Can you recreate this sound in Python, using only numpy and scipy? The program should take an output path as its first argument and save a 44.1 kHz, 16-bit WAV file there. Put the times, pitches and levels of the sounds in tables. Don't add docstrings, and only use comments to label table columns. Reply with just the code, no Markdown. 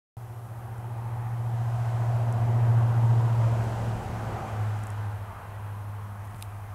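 import sys
import numpy as np
from scipy import signal
from scipy.io import wavfile

SR = 44100
rng = np.random.default_rng(int(sys.argv[2]) if len(sys.argv) > 2 else 0)


def convert_level_to_amplitude(level_db):
    exponent = np.asarray(level_db, float) / 20
    return 10 ** exponent


def file_out(sig):
    cols = np.atleast_2d(sig).T
    lim = np.clip(cols, -1, 1)
    pcm = np.round(lim * 32767).astype(np.int16)
    wavfile.write(sys.argv[1], SR, pcm)


N = 297398
T = np.arange(N) / SR
SLOW_STEP = 40


def rms_one(x):
    return x / np.sqrt(np.mean(x ** 2) + 1e-20)


def in_time(rows):
    s, *columns = np.transpose(rows)
    return [np.interp(T, s, column) for column in columns]


def drift(corner_hz):
    pole = np.exp(-2 * np.pi * corner_hz * SLOW_STEP / SR)
    settling = 2000
    white = rng.standard_normal(N // SLOW_STEP + settling + 2)
    slow = signal.lfilter([1], [1, -2 * pole, pole * pole], white)
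    return rms_one(slow[settling:])


def stretch(slow):
    return np.interp(np.arange(N) / SLOW_STEP, np.arange(len(slow)), slow)


def band(x, low_hz, high_hz, order=2):
    sections = signal.butter(order, [low_hz, high_hz], "band", fs=SR, output="sos")
    return signal.sosfilt(sections, x)


def banded_noise(spectrum, slow_db, fast_db):
    hz_points, db_points = np.transpose(spectrum)
    edges = 20 * 2 ** np.arange(0, 9.9, 1 / 3)
    white = rng.standard_normal((2, N))
    out = 0
    for k, (low, high) in enumerate(zip(edges, edges[1:])):
        flicker = convert_level_to_amplitude(slow_db * drift(2.53) + fast_db * drift(5.1))
        log_centre = np.log(low * high) / 2
        level_db = np.interp(log_centre, np.log(hz_points), db_points, left=-99, right=-99)
        if level_db > -60:
            out = out + convert_level_to_amplitude(level_db) * stretch(flicker) * band(white[k % 2], low, high)
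    return rms_one(out)


def hollow_tone(centre_hz, share_db, width_hz):
    white = rng.standard_normal(N)
    out = np.empty(N)
    radius = np.exp(-np.pi * width_hz / SR)
    state = np.zeros((2, 2))
    block = 256
    for i in range(0, N, block):
        turn = 2 * np.pi * centre_hz[i] / SR
        section = [1, 0, -1, 1, -2 * radius * np.cos(turn), radius * radius]
        out[i:i + block], state = signal.sosfilt([section, section], white[i:i + block], zi=state)
    return convert_level_to_amplitude(share_db) * rms_one(out)


def struck(times_s, peaks_db):
    out = np.full(N, 1e-18)
    out[np.round(np.asarray(times_s) * SR).astype(int)] = convert_level_to_amplitude(peaks_db)
    return out


# time in seconds, cycles per second.
ENGINE_CYCLES = [(0.17, 14.624), (1.4, 14.622), (1.8, 14.653), (2.2, 14.632), (2.6, 14.593), (3.0, 14.561),
                 (3.4, 14.415), (3.8, 14.187), (4.2, 13.836), (4.6, 13.308), (5.0, 13.038), (5.4, 12.794),
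                 (6.2, 12.792), (6.74, 12.767)]
# time in seconds, level in dB.
FIRING_TONE = [(0.17, -39.5), (0.55, -39.5), (1.05, -33), (1.6, -27), (1.92, -27), (2.1, -24.5),
               (2.35, -25.5), (2.78, -19), (2.93, -23), (3.1, -19), (3.3, -24), (3.43, -21.5), (3.75, -30),
               (3.9, -27.5), (4.15, -33), (4.5, -35), (4.62, -26.5), (4.72, -27.5), (4.86, -33.5),
               (5.05, -29), (5.9, -35), (6.2, -38), (6.74, -39.5)]
# time in seconds, seventh multiple in dB, ninth multiple in dB,
# low throb in dB, overtones in dB.
LOPE_TONES = [(0.17, -48, -68, -62, -73), (1.1, -42.5, -62, -50, -65.5), (1.5, -44, -52, -50.5, -58.5),
              (2.0, -39.5, -53, -48, -62), (2.45, -35, -55, -46, -46), (3.1, -40, -36.5, -66, -50),
              (3.45, -51, -40, -41, -52.5), (3.9, -55, -57, -42, -45.5), (4.15, -45, -57, -45, -51),
              (4.65, -55, -50, -49, -56.5), (5.2, -40, -67, -58, -63), (5.65, -59, -54, -55, -64),
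              (6.1, -53, -61, -71, -60.5), (6.74, -47, -60, -66, -63.5)]
# multiple of the cycle rate, level in dB against the throb.
THROB_ORDERS = [(3, -10), (5, -3), (6, -23), (11, -21), (13, -6)]
# multiple of the cycle rate, starting level in dB against the overtone column,
# change in dB per second.
OVERTONE_ORDERS = [(15, 5, -2), (16, -4, 1), (17, -20, -0.9)]
# time in seconds,
# half-width in seconds, approximate share of amplitude left in the gap.
REFLECTION_GAPS = [(4.03, 0.1, .05), (4.39, 0.037, 0.3), (5.37, 0.28, 0.052), (6.35, 0.013, 0.22)]


def exhaust():
    cycles_per_s, = in_time(ENGINE_CYCLES)
    firing_db, = in_time(FIRING_TONE)
    seventh_db, ninth_db, throb_db, overtones_db = in_time(LOPE_TONES)
    tones = [(7, seventh_db), (9, ninth_db)]
    for order, db in THROB_ORDERS:
        tones.append((order, throb_db + db + stretch(0.83 * drift(1.7))))
    for order, db, db_per_s in OVERTONE_ORDERS:
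        tones.append((order, overtones_db + db + db_per_s * T + stretch(2.1 * drift(1.2))))
    phase = 2 * np.pi * (np.cumsum(cycles_per_s) / SR + 0.465)
    phase = phase + stretch(0.02 * drift(4.7))
    firing = convert_level_to_amplitude(firing_db) * np.exp(8j * phase)
    for s, width_s, left in REFLECTION_GAPS:
        through_zero = np.tanh((s - T) / width_s)
        firing = firing * (through_zero + 1j * left) / (1 + 1j * left)
    fainter = sum(convert_level_to_amplitude(db) * np.sin(round(order) * phase) for order, db in tones)
    return np.sqrt(2) * (firing.imag + fainter)


def shudder():
    start_db, rise_db_per_s = -56, 0.84
    swell_db, passing_s, half_width_s = 12, 3.9, 0.53
    nearness = np.exp(-((T - passing_s) / half_width_s) ** 2)
    level_db = start_db + rise_db_per_s * T + swell_db * nearness
    return convert_level_to_amplitude(level_db) * rms_one(band(rng.standard_normal(N), 27, 100))


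# time in seconds, body rumble in dB before a 5 dB lift,
# tyre roar in dB before a 3 dB cut, tread hiss in dB.
ROLLING = [(0.3, -57, -51.5, -69.5), (0.95, -52, -45.5, -70), (1.4, -52.5, -45, -65.5),
           (1.85, -52, -42, -58.5), (2.3, -45, -41.5, -60.5), (2.85, -41.5, -41, -59),
           (3.3, -43, -39.5, -57.5), (3.65, -42, -38, -55), (4.05, -43, -40, -56.5),
           (4.4, -42.5, -37.5, -58), (4.7, -49.5, -40.5, -59), (5.25, -53.5, -42.5, -68),
           (5.7, -55, -45, -70.5), (6.74, -59, -46.5, -69)]
# frequency in Hz, relative density in dB per Hz.
RUMBLE_SPECTRUM = [(55, -54), (80, 9.5), (160, 0), (220, -2.5), (285, -7), (355, -4), (450, -4), (560, -3),
                   (720, -8), (900, -45)]
# time in seconds, centre in Hz, level in dB against the rumble noise.
RUMBLE_DRONE = [(.3, 367, -7), (1.3, 350, -12), (2.2, 370, -9), (3.2, 341, -28), (4.4, 348, -13),
                (5, 314, -22)]
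# frequency in Hz, relative density in dB per Hz.
ROAR_SPECTRUM = [(360, -30), (620, -15), (756, -2), (1050, -5), (1220, -5.5), (1330, -7), (2440, -20.5),
                 (3020, -25), (3600, -29.5), (4680, -70), (7920, -120)]
# time in seconds, lower centre in Hz, lower level in dB,
# upper centre in Hz, upper level in dB, both levels against the roar noise.
HOLLOW_TONES = [(0.3, 754, -2, 950, -8), (1.05, 814, 1, 835, -6), (1.7, 713, 0.5, 920, -3.5),
                (2.2, 678, 6, 915, -4.5), (3.1, 763, -4.5, 895, 1.5), (3.45, 604, 0.5, 900, -3),
                (3.8, 763, -1.5, 940, -10), (4.4, 764, -0.5, 950, -23), (5.2, 778, -10.5, 950, -11),
                (5.9, 760, -11, 1040, -7.5), (6.74, 730, -5.5, 980, -11)]
# frequency in Hz, relative density in dB per Hz.
TREAD_SPECTRUM = [(1530, -41), (2600, -4.5), (3010, -3.5), (3340, -8.5), (4420, -9), (7920, -9.5),
                  (12000, -22), (15600, -42), (22000, -120)]


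def road():
    rumble_db, roar_db, tread_db = in_time(ROLLING)
    drone = hollow_tone(*in_time(RUMBLE_DRONE), width_hz=53)
    rumble = banded_noise(RUMBLE_SPECTRUM, slow_db=-0.5, fast_db=-0.94) + drone
    low_hz, low_db, high_hz, high_db = in_time(HOLLOW_TONES)
    hollow = hollow_tone(low_hz, low_db, width_hz=193) + hollow_tone(high_hz, high_db, width_hz=234)
    roar = banded_noise(ROAR_SPECTRUM, slow_db=1.12, fast_db=0.5) + hollow
    tread = banded_noise(TREAD_SPECTRUM, slow_db=0.3, fast_db=0.3)
    return convert_level_to_amplitude(rumble_db + 5) * rumble + convert_level_to_amplitude(roar_db - 3) * roar + convert_level_to_amplitude(tread_db) * tread


# frequency in Hz, relative density in dB per Hz.
HISS_SPECTRUM = [(2060, -23), (3500, -11), (4070, -19), (4560, -10.5), (6290, -3.5), (7000, -7), (8250, 1),
                 (9540, -1), (11000, -9.5), (11700, 6), (15800, -9)]


def microphone_hiss():
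    return convert_level_to_amplitude(-64) * banded_noise(HISS_SPECTRUM, slow_db=0.15, fast_db=0.3)


# frequency in Hz, rms level in dB.
WHINE_TONES = [(6075, -89), (12150, -93)]


def electronic_whine():
    return sum(np.sqrt(2) * convert_level_to_amplitude(db) * np.sin(2 * np.pi * hz * T) for hz, db in WHINE_TONES)


# time in seconds, nominal peak in dB before the impulse gain.
INSECT_TICKS = [(.782, -51), (1.7585, -55), (2.326, -38.5), (3.6416, -50), (4.79, -47), (4.8336, -50),
                (4.8376, -40), (4.8701, -39), (4.9036, -39)]


def insect():
    s, peak_db = np.transpose(INSECT_TICKS)
    echo_delay_s = 0.00045
    direct = struck(s, peak_db + 19)
    echo = struck(s + echo_delay_s, peak_db + 10)
    return band(direct - echo, 6200, 11000, order=3)


# time in seconds, bright part in dB, dull part in dB,
# both before the impulse gains.
GRIT_CRACKS = [(6.2525, -45, -55), (6.2739, -46, -60), (6.3102, -48, -60), (6.3462, -45, -46),
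               (6.3614, -42, -51), (6.3688, -45, -56), (6.412, -40, -45), (6.4209, -41, -49),
               (6.4248, -26, -31), (6.4256, -25, -29), (6.4354, -42, -53)]
# time in seconds, mean cracks per second.
FINE_GRIT = [(6.22, 0), (6.26, 300), (6.36, 400), (6.4, 1800), (6.435, 1800), (6.48, 0)]
# time in seconds, impulse level in dB, low edge in Hz, high edge in Hz.
THUD = (6.343, 9, 77, 183)


def paw():
    s, bright_db, dull_db = np.transpose(GRIT_CRACKS)
    cracks_per_s, = in_time(FINE_GRIT)
    fires = rng.random(N) < cracks_per_s / SR
    fine = fires * rng.standard_normal(N) * convert_level_to_amplitude(-43.5)
    bright = band(fine + struck(s, bright_db + 10), 6200, 13400)
    ringing = band(struck(s, bright_db + 13), 8700, 10000)
    dull = band(struck(s, dull_db + 20), 2300, 5000)
    thud_s, thud_db, low_hz, high_hz = THUD
    thud = band(struck([thud_s], thud_db), low_hz, high_hz)
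    return bright + ringing + dull + thud


def scene():
    return (exhaust() + shudder() + road() + insect() + paw())[None]


def low_pass(x):
    return signal.sosfilt(signal.butter(12, 16110, fs=SR, output="sos"), x)


def record(dry):
    silence_s = 0.1686
    top_cut = signal.ellip(12, 0.5, 70, 15720, fs=SR, output="sos")
    mixed = dry + microphone_hiss() + electronic_whine()
    heard = signal.sosfilt(top_cut, mixed) * (T >= silence_s)
    return low_pass(heard)


dry = scene()
out = record(dry)
file_out(out)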